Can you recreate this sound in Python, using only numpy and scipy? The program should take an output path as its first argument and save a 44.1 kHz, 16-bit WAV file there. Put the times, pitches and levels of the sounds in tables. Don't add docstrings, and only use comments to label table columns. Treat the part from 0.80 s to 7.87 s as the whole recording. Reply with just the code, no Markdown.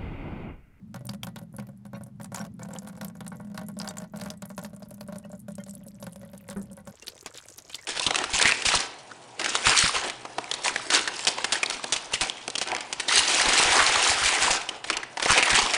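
import sys
import numpy as np
from scipy import signal
from scipy.fft import rfft, irfft, next_fast_len
from scipy.io import wavfile
from scipy.ndimage import uniform_filter1d

SR = 44100
rng = np.random.default_rng(int(sys.argv[2]) if len(sys.argv) > 2 else 0)


def wrap_up_sound(samples):
    columns = np.atleast_2d(samples).T
    tamed = np.clip(columns, -1, 1)
    steps = np.round(tamed * 32767).astype(np.int16)
    wavfile.write(sys.argv[1], SR, steps)


N = 311787
TIME = np.arange(N) / SR
AGE = np.arange(SR // 4) / SR
PRESS_START_S = 6.115
TOP_HZ = 16100

# start in seconds, then relative levels of slap, thud and crack in dB.
LARGE_BEADS = [(0.143, -29.5, -46.5, -47.5), (0.291, -34, -54, -44), (0.335, -42.5, -48.5, -51),
               (0.433, -34, -47.5, -39), (0.469, -29, -45, -46.5), (0.56, -30, -49, -45),
               (0.614, -45, -49, -64), (0.739, -42.5, -50, -94), (0.784, -28, -42.5, -55.5),
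               (0.798, -65, -44.5, -49), (0.888, -44, -49, -67), (1.052, -39, -54, -60),
               (1.132, -30.5, -43, -65), (1.148, -34, -48.5, -80), (1.209, -38, -47, -66),
               (1.263, -47.5, -54.5, -71), (1.399, -32, -47, -60), (1.413, -49, -55, -53),
               (1.444, -37.5, -55, -49.5), (1.519, -31, -44.5, -54.5), (1.546, -26.5, -54, -38.5),
               (1.572, -27.5, -47.5, -49), (1.581, -29, -61, -47), (1.599, -33, -42.5, -62),
               (1.613, -27.5, -46, -48), (1.65, -38, -47, -50.5), (1.794, -36.5, -48.5, -56.5),
               (1.819, -30.5, -46, -61), (1.907, -32.5, -48, -59), (1.886, -53, -45.5, -64),
               (1.951, -29.5, -42.5, -54), (2.073, -33, -59, -48), (2.147, -57, -58, -78),
               (2.212, -27, -39.5, -43.5), (2.248, -36, -47.5, -48), (2.352, -40.5, -50.5, -62.5),
               (2.406, -30, -43, -48), (2.465, -34, -46.5, -48.5), (2.518, -27, -45, -73),
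               (2.551, -51, -47, -69), (2.598, -31, -43, -76), (2.745, -35, -44, -54.5),
               (2.777, -25, -41.5, -43.5), (2.814, -32, -40.5, -56), (2.885, -35.5, -47, -57),
               (2.968, -39, -40, -61), (2.999, -26.5, -42, -65.5), (3.045, -27.5, -46, -50.5),
               (3.075, -27, -44, -43), (3.17, -32, -50, -45), (3.201, -35, -50, -55),
               (3.22, -36, -41.5, -54), (3.336, -30.5, -39, -77), (3.36, -36.5, -45, -49.5),
               (3.398, -40, -44.5, -49), (3.415, -32, -40.5, -43), (3.459, -26.5, -39.5, -46),
               (3.503, -33, -41.5, -45), (3.622, -30, -42.5, -47), (3.702, -34.5, -43, -54),
               (3.779, -26.5, -39, -42.5), (3.828, -39, -44.5, -55), (3.847, -32.5, -42, -43.5),
               (3.932, -46, -47.5, -65), (4.022, -39.5, -43, -61), (4.111, -47.5, -46.5, -60.5),
               (4.209, -36, -43, -46.5), (4.285, -33.5, -41.5, -61), (4.324, -34, -42.5, -53),
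               (4.358, -37.5, -45, -51.5), (4.449, -39.5, -45.5, -61), (4.5, -46, -47, -67),
               (4.53, -39.5, -43.5, -62), (4.683, -36.5, -41, -52), (4.782, -37.5, -40.5, -54.5),
               (4.864, -47.5, -49, -57), (5.065, -75, -47, -92), (5.226, -36, -41, -47),
               (5.267, -30.5, -41, -48), (5.359, -50, -47.5, -55), (5.431, -42.5, -44.5, -61.5),
               (5.533, -42, -44.5, -54.5), (5.688, -36, -41.5, -46), (5.708, -34, -42.5, -46),
               (5.91, -47, -47.5, -81), (5.975, -37.5, -47.5, -61.5), (6.073, -32, -41, -49.5)]
# first and last time in seconds, relative slap and thud levels in dB.
PATTER_SPELLS = [(0.189, 0.29, -49.5, -50.5), (1.821, 2.3, -42, -51.5), (2.645, 2.748, -50, -54.5),
                 (2.985, 3.25, -41.5, -47), (3.34, 3.519, -43, -51), (3.79, 4.42, -52, -60),
                 (4.85, 6.097, -56.5, -58.5)]
# time in seconds, relative level in dB.
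STREAM_PUSH = [(0.04, -44), (0.34, -43.5), (0.85, -48.5), (1.22, -46.5), (1.75, -42.5), (2.3, -45.5),
               (2.96, -40.5), (3.14, -49.5), (4.99, -45.5), (5.54, -54.5), (5.93, -46), (6.0, -62)]
# pitch in Hz, width in Hz, relative level in dB.
BOTTOM_MODES = [(124.9, 13.2, -8.5), (169.3, 10.4, -6), (202.2, 14.1, -1.5)]
# time in seconds, relative level in dB.
DEEPEST_LEVEL = [(0, 4.5), (1.3, 5), (2.5, -5.5), (6, -1.5)]
# time in seconds, lower pitch in Hz, lower level in dB, upper pitch in Hz, upper level in dB.
THUD_PAIR = [(0, 576, -0.5, 693, -14), (1.6, 545, 1.5, 684, -3), (2.3, 510, -4, 615, -5),
             (3.2, 503, -11, 613.5, -2), (4.3, 476, -10, 591, 3), (6, 427, -19, 543.3, -0.5)]
# pitch in Hz, relative level in dB, time to die by 60 dB in seconds.
SHELL_MODES = [(775, 1.5, 0.11), (852, -2, 0.11), (945, 3.5, 0.07), (1013, -3.5, 0.1), (1100.5, 3.5, 0.075),
               (1241, -10, 0.13), (1405, 2.5, 0.066), (1488, -0.5, 0.079), (1570, 1, 0.05),
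               (1780, -7, 0.098), (1950, -17.5, 0.28), (2150, -15, 0.12), (2244, -11.5, 0.092)]
# frequency in Hz, level in dB per Hz.
SPLASH_SPECTRUM = [(200, 2.5), (700, 10), (1100, -22.5), (2000, -1), (4500, -7.5), (12000, -18),
                   (16000, -29)]
# frequency in Hz, level in dB per Hz.
CRACK_SPECTRUM = [(200, -11.5), (700, 1), (1500, -3), (2500, -8), (4500, -9), (12000, -11.5),
                  (16000, -16.5)]
# frequency in Hz, time to die by 60 dB in seconds.
HOLLOW_DECAY = [(400, 0.43), (1000, 0.17), (2000, 0.16), (4000, 0.16), (14000, 0.054)]
# start in seconds, relative level in dB, pitch in Hz.
LOUD_BUBBLES = [(0.254, -29.5, 14000), (0.269, -29, 9000), (0.2942, -23.5, 4930), (0.4325, -21, 3120),
                (0.448, -33, 12100), (0.591, -38, 11370), (0.7653, -31.5, 10650), (1.236, -35.5, 9130),
                (1.4324, -35, 9700), (1.4451, -33, 8850), (1.545, -24.5, 7400), (1.5601, -25, 6800),
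                (1.593, -32, 7450), (1.8317, -30, 7290), (1.936, -29.5, 7700), (1.9618, -33.5, 3050),
                (1.9867, -25.5, 7100), (2.0863, -35.5, 9700), (2.2467, -24.5, 12800), (2.283, -33.5, 8300),
                (2.479, -26.5, 9000), (2.776, -30.5, 4540), (2.8848, -28.5, 11300), (2.9897, -26.5, 8900),
                (2.9999, -23, 5050), (3.016, -25, 5100), (3.0767, -25.5, 4500), (3.0879, -23, 7740),
                (3.184, -23, 7300), (3.373, -34, 8100), (3.4117, -31.5, 4900), (3.437, -33.5, 8060),
                (3.5025, -24, 5130), (3.622, -32.5, 7900), (3.6559, -32, 11300), (3.815, -40, 7640),
                (3.837, -32.5, 10700), (3.964, -38, 8960), (4.107, -35.5, 10600), (4.143, -37, 11890),
                (4.2098, -33.5, 4440), (4.277, -38.5, 9500), (4.3842, -31.5, 9300), (4.72, -39.5, 9130),
                (4.7537, -33, 8500), (4.838, -34, 7640), (4.8947, -32, 7900), (4.909, -30.5, 7760),
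                (4.9518, -30, 10300), (5.084, -36, 8200), (5.24, -34.5, 10500), (5.578, -35, 9300),
                (5.7, -28.5, 8550), (5.829, -40, 9610), (5.931, -37, 8950)]
# time in seconds, level in dB.
SPRAY_LEVEL = [(1.4, -70), (2, -53.5), (4.5, -47), (6.1, -40)]
# start in seconds, relative level in dB, list of pitches in Hz.
SWELLING_TONES = [(1.144, -55, [2140, 2430, 2745, 3750, 4230, 5720]), (1.598, -43, [1500, 5600]),
                  (1.809, -53, [1405, 1754, 2270]), (3.087, -48, [3710, 4570, 5950, 7340, 8080]),
                  (4.436, -58, [2885, 1860, 2640]), (4.794, -53, [1410, 1814, 2100, 3120]),
                  (5.428, -58, [1927]), (5.983, -59, [1577, 1959]), (6.217, -47.5, [2750]),
                  (6.895, -51, [3100, 2450]), (6.98, -47, [2000, 2200]), (7.03, -52, [1900])]
# pitch in Hz, relative level in dB, time to die by 60 dB in seconds.
BUMP_MODES = [(378, -1, 0.12), (934, -23, 0.18), (1350, -18, 0.14), (1760, -19, 0.22)]
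# start in seconds, level in dB, pitch in Hz, relative squelch in dB.
SLAT_SPITS = [(6.224, -43.5, 6440, -51), (6.269, -38, 9200, -62), (6.27, -38, 4060, -61),
              (6.281, -28.5, 4420, -46), (6.285, -38, 11900, -65), (6.379, -48, 3600, -64),
              (6.41, -42, 6950, -82), (6.461, -34, 7100, -37.5), (6.575, -37.5, 7000, -55),
              (6.583, -38, 3700, -52.5), (6.685, -41, 6500, -60), (6.701, -44.5, 7300, -61),
              (6.781, -38.5, 11700, -50.5), (6.786, -37.5, 5970, -54), (6.866, -72, 3600, -60),
              (6.896, -46, 6800, -48), (6.932, -38, 3500, -74), (6.945, -27, 4440, -46),
              (6.954, -33.5, 7500, -72), (6.986, -58, 3800, -51), (7.032, -49.5, 1700, -61)]
# frequency in Hz, level in dB per Hz.
SQUELCH_SPECTRUM = [(100, -6), (280, 1), (2500, -4), (6000, -6), (16000, -35.5)]
# start in seconds, length in seconds, level in dB.
FOAM_GUSHES = [(6.54, .048, -45), (6.895, .08, -48)]
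# frequency in Hz, level in dB per Hz.
FOAM_SPECTRUM = [(60, -3), (190, 5), (430, 1), (1000, 9.5), (5000, -4), (7200, -8), (16000, -17)]
# time in seconds, relative level in dB.
SEEP_LEVEL = [(4.3, -61), (4.95, -69), (6.1, -67), (6.3, -63), (6.6, -56.5), (6.8, -74), (7.07, -62.5)]
# frequency in Hz, level in dB per Hz.
AIR_SPECTRUM = [(20, -15.5), (60, 0.5), (110, 4), (300, -16.5), (1000, -24.5), (3000, -37), (16000, -45.5)]

TRAIL_S, TRAIL_SPREAD_S, TRAIL_DB = 0.011, 0.01, -9.5
PATTER_PER_S = 45
SLAP_DB, THUD_DB, CRACK_DB = -14, 6.5, 11
THUD_T60_S, THUD_RISE_S, THUD_SCATTER = 0.082, 0.0052, 0.022
SHELL_RISE_S, SPLASH_DB = 0.006, -13
CRACK_T60_S = 0.023
PUSH_DB = 1
KICK_DB, CUSHION_DB_PER_S = 69, 1.13
TRAP_S, TRAPPED_DB, TRAPPED_HZ = 0.004, -1.5, 6770
FLIGHT_S, DROPLET_DB = 0.03, -53
TONE_SWELL_S, TONE_GLIDE_PER_S, TONE_WAVER_HZ = 0.009, 0.9, 30
TONE_DB, TONE_STEP_DB = 2, -0.7
BUMP_S, BUMP_DB, RATTLE_DB = 5.762, -33, -40
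SAG, SAG_T60_S = 0.116, 0.097
BOOM_HZ, BOOM_DB, BOOM_T60_S, BOOM_RISE_S = 197, -20, 0.23, 0.1
OPEN_DB = -8


def amp(db):
    return 10 ** (np.asarray(db) / 20)


def unit(x):
    return x / np.sqrt(np.mean(x ** 2) + 1e-20)


def head(x, size):
    return x / np.sqrt(np.mean(x[:size] ** 2) + 1e-20)


def along(points, hz):
    f, v = np.transpose(points)
    return np.interp(np.log(hz + 1), np.log(f + 1), v)


def curve(rows, t):
    return np.interp(t, *np.transpose(rows))


def fade(t60, t=AGE):
    return np.exp(-np.log(1000) * t / t60)


def filtered(x, response):
    m = next_fast_len(len(x) + SR // 8)
    spectrum = rfft(x, m) * response(np.fft.rfftfreq(m, 1 / SR))
    return irfft(spectrum, m)[:len(x)]


def band(x, low_hz, high_hz):
    sos = signal.butter(2, [low_hz, high_hz], "band", fs=SR, output="sos")
    return signal.sosfilt(sos, x)


def noise(spectrum, size):
    return unit(filtered(rng.standard_normal(size), lambda hz: amp(along(spectrum, hz))))


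def add(track, s, sound):
    part = track[max(round(s * SR), 0):][:len(sound)]
    part += sound[:len(part)]


def stream():
    large = np.array(LARGE_BEADS)
    lag = TRAIL_S + TRAIL_SPREAD_S * rng.exponential(size=len(large))
    weaker = TRAIL_DB + 4 * rng.standard_normal((len(large), 1))
    trailers = np.column_stack([large[:, 0] + lag, large[:, 1:] + weaker])
    small = []
    for start, end, slap_db, thud_db in PATTER_SPELLS:
        for s in np.arange(start, end, 1 / PATTER_PER_S):
            db = rng.uniform(-5, 5)
            when = s + rng.random() / PATTER_PER_S
            small.append((when, slap_db + db, thud_db + db, slap_db + db - 18))
    return np.vstack([large, trailers, small])


def beads(blows):
    out, t = np.zeros(N), AGE[:SR // 6]
    modes = np.array([amp(db) * fade(t60, t) * np.sin(2 * np.pi * hz * t) for hz, db, t60 in SHELL_MODES])
    modes *= 1 - fade(SHELL_RISE_S, t)
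    thud_shape = fade(THUD_T60_S, t) * (1 - fade(THUD_RISE_S, t))
    crack_shape = fade(CRACK_T60_S, t)
    splashes = noise(SPLASH_SPECTRUM, len(blows) * len(t)).reshape(len(blows), -1)
    cracks = noise(CRACK_SPECTRUM, len(blows) * len(t)).reshape(len(blows), -1)
    for (s, slap_db, thud_db, crack_db), splash, crack in zip(blows, splashes, cracks):
        thud = thud_shape * thud_ring(s, t)
        mix = rng.choice([-1, 1], len(modes)) * amp(rng.standard_normal(len(modes)))
        shell = mix @ modes
        slap = head(shell, size=400) + amp(SPLASH_DB) * head(hollow(splash), size=400)
        blow = amp(thud_db + THUD_DB) * thud
        blow += amp(slap_db + SLAP_DB) * slap
        blow += amp(crack_db + CRACK_DB) * crack * crack_shape
        add(out, s, blow)
    return out


def thud_ring(s, t):
    when, *columns = np.transpose(THUD_PAIR)
    pairs = np.reshape([np.interp(s, when, column) for column in columns], (2, 2))
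    out = np.zeros(len(t))
    for hz, db in pairs:
        pitch = hz * np.exp(THUD_SCATTER * rng.normal())
        out += amp(db) * np.sin(2 * np.pi * pitch * t)
    return out


def hollow(x):
    hz, t, z = signal.stft(x, SR, nperseg=128)
    decay = fade(along(HOLLOW_DECAY, hz)[:, None], t)
    return signal.istft(z * decay, SR, nperseg=128)[1][:len(x)]


def drumming(blows):
    hum = bottom(rng.standard_normal(N))
    hum /= np.sqrt(np.abs(uniform_filter1d(hum ** 2, size=2000)) + 1e-12)
    pushed = amp(curve(STREAM_PUSH, TIME) + PUSH_DB) * hum
    kicks = np.zeros(N)
    for s, slap_db, thud_db, crack_db in blows:
        add(kicks, s, amp([thud_db + KICK_DB - CUSHION_DB_PER_S * s]))
    return band(pushed, low_hz=98, high_hz=246) + band(bottom(kicks), low_hz=74.3, high_hz=325)


def bottom(force):
    def mode(centre, width, db):
        return filtered(force, lambda f: amp(db) * 1j * f * width / (centre ** 2 - f ** 2 + 1j * f * width))

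    deep, middle, upper = [mode(*row) for row in BOTTOM_MODES]
    return amp(curve(DEEPEST_LEVEL, TIME)) * deep - middle + upper


def bubbles():
    out = np.zeros(N)
    for s, db, hz in LOUD_BUBBLES:
        sound = ping(hz, cycles=17, scatter_s=0.017, scatter_db=4.5, tail_db=-12)
        add(out, s, amp(db - 8) * sound)
    for s, slap_db, thud_db, crack_db in LARGE_BEADS:
        hz = min(TRAPPED_HZ * np.exp(0.58 * rng.normal()), 14000)
        when = s + TRAP_S * rng.exponential()
        level = amp(crack_db + TRAPPED_DB + 2 * rng.normal())
        add(out, when, level * ping(hz, cycles=8.9, scatter_s=0.017, scatter_db=-1, tail_db=-3))
    thrown = np.repeat([row[0] for row in LARGE_BEADS], 2)
    landings = thrown + FLIGHT_S * rng.exponential(size=len(thrown))
    droplets = fizz(landings, centre_hz=10750, spread=0.078, range_db=6, cycles=17)
    moments = rng.uniform(0, PRESS_START_S, size=300)
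    spray = fizz(moments, centre_hz=9730, spread=0.29, range_db=20, cycles=25)
    return out + amp(DROPLET_DB) * droplets + amp(curve(SPRAY_LEVEL, TIME)) * spray


def ping(hz, cycles, scatter_s, scatter_db, tail_db):
    t = AGE[:SR // 12]
    tone = np.sin(2 * np.pi * hz * t) * fade(cycles / hz, t)
    early, late = rng.standard_normal((2, len(t))) * [fade(scatter_s, t), fade(0.11, t)]
    paths = amp(scatter_db) * early / np.linalg.norm(early)
    paths += amp(tail_db) * late / np.linalg.norm(late)
    paths[0] += 1
    b, a = signal.butter(2, hz / 2, "high", fs=SR)
    return head(signal.lfilter(b, a, signal.fftconvolve(tone, paths)[:len(t)]), size=132)


def fizz(times, centre_hz, spread, range_db, cycles, echo_db=0):
    out = np.zeros(N)
    pitches, sizes = rng.standard_normal(len(times)), rng.random(len(times))
    for when, pitch, size in zip(times, pitches, sizes):
        hz = min(centre_hz * np.exp(spread * pitch), 14000)
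        sound = ping(hz, cycles, scatter_s=0.014, scatter_db=3 + echo_db, tail_db=-5 + echo_db)
        add(out, when, amp(range_db * (size ** 2 - 1)) * sound)
    return out


def swelling_tones():
    out = np.zeros(N)
    swell = (AGE / TONE_SWELL_S * np.exp(1 - AGE / TONE_SWELL_S)) ** 2
    for s, db, pitches in SWELLING_TONES:
        for k, hz in enumerate(pitches):
            waver = TONE_WAVER_HZ * unit(uniform_filter1d(rng.standard_normal(len(AGE)), size=220))
            pitch = hz * (1 + TONE_GLIDE_PER_S * (AGE - TONE_SWELL_S)) + waver
            tone = np.sin(2 * np.pi * np.cumsum(pitch) / SR)
            add(out, s, amp(db + TONE_DB + k * TONE_STEP_DB) * swell * tone)
    return out


def bump():
    out = np.zeros(N)
    rattle_spectrum = [(150, -4), (1500, -9.5), (2600, -27.5), (8000, -60)]  # Hz, dB per Hz
    rattle = head(hollow(noise(rattle_spectrum, len(AGE))), size=400)
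    boom = ring([(BOOM_HZ, BOOM_DB, BOOM_T60_S)], SAG / 2) * (1 - fade(BOOM_RISE_S))
    add(out, BUMP_S, amp(BUMP_DB) * ring(BUMP_MODES, SAG) + amp(RATTLE_DB) * rattle + boom)
    return out


def ring(modes, sag):
    clock = np.cumsum(1 + sag * fade(SAG_T60_S)) / SR
    return sum(amp(db) * fade(t60) * np.sin(2 * np.pi * hz * clock) for hz, db, t60 in modes)


def press():
    return spits() + gushes() + foam()


def spits():
    out = np.zeros(N)
    for s, db, hz, squelch_db in SLAT_SPITS:
        add(out, s, amp(db) * ping(hz, cycles=10, scatter_s=0.02, scatter_db=7, tail_db=-8))
        add(out, s, amp(squelch_db + 5.5) * noise(SQUELCH_SPECTRUM, len(AGE)) * fade(0.081))
    return out


def gushes():
    out = np.zeros(N)
    for s, length, db in FOAM_GUSHES:
        moments = s + length * rng.random(size=22)
        crackle = fizz(moments, centre_hz=3940, spread=0.43, range_db=7.5, cycles=5.8, echo_db=OPEN_DB)
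        out += amp(db) * crackle
    return out


def foam():
    moments = rng.uniform(PRESS_START_S, N / SR, size=190)
    pops = fizz(moments, centre_hz=7100, spread=0.17, range_db=16, cycles=20, echo_db=OPEN_DB)
    moments = rng.uniform(PRESS_START_S, N / SR, size=55)
    gurgle = fizz(moments, centre_hz=520, spread=0.22, range_db=12, cycles=13, echo_db=OPEN_DB)
    return amp(-47) * pops + amp(-46.5) * gurgle + amp(-65) * noise(FOAM_SPECTRUM, N)


def seep():
    moments = rng.uniform(4.7, N / SR, size=380)
    crackle = fizz(moments, centre_hz=2800, spread=0.5, range_db=20, cycles=12, echo_db=OPEN_DB)
    return amp(curve(SEEP_LEVEL, TIME) + 11) * crackle


def outdoor_air(level_db):
    return amp(level_db) * noise(AIR_SPECTRUM, N)


def scene():
    at_press = np.clip((TIME - PRESS_START_S) / 0.006 + 0.5, 0, 1)
    blows = stream()
    bucket = drumming(blows) + beads(blows) + bubbles() + bump() + outdoor_air(-57.5)
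    slats = press() + outdoor_air(-65)
    return ((1 - at_press) * bucket + at_press * slats + seep() + swelling_tones())[None]


def record(dry):
    dulled = filtered(dry[0], lambda hz: amp(along([(11000, -1), (16000, -9)], hz)))
    return filtered(dulled, lambda hz: hz < TOP_HZ)[None]


dry = scene()
out = record(dry)
wrap_up_sound(out)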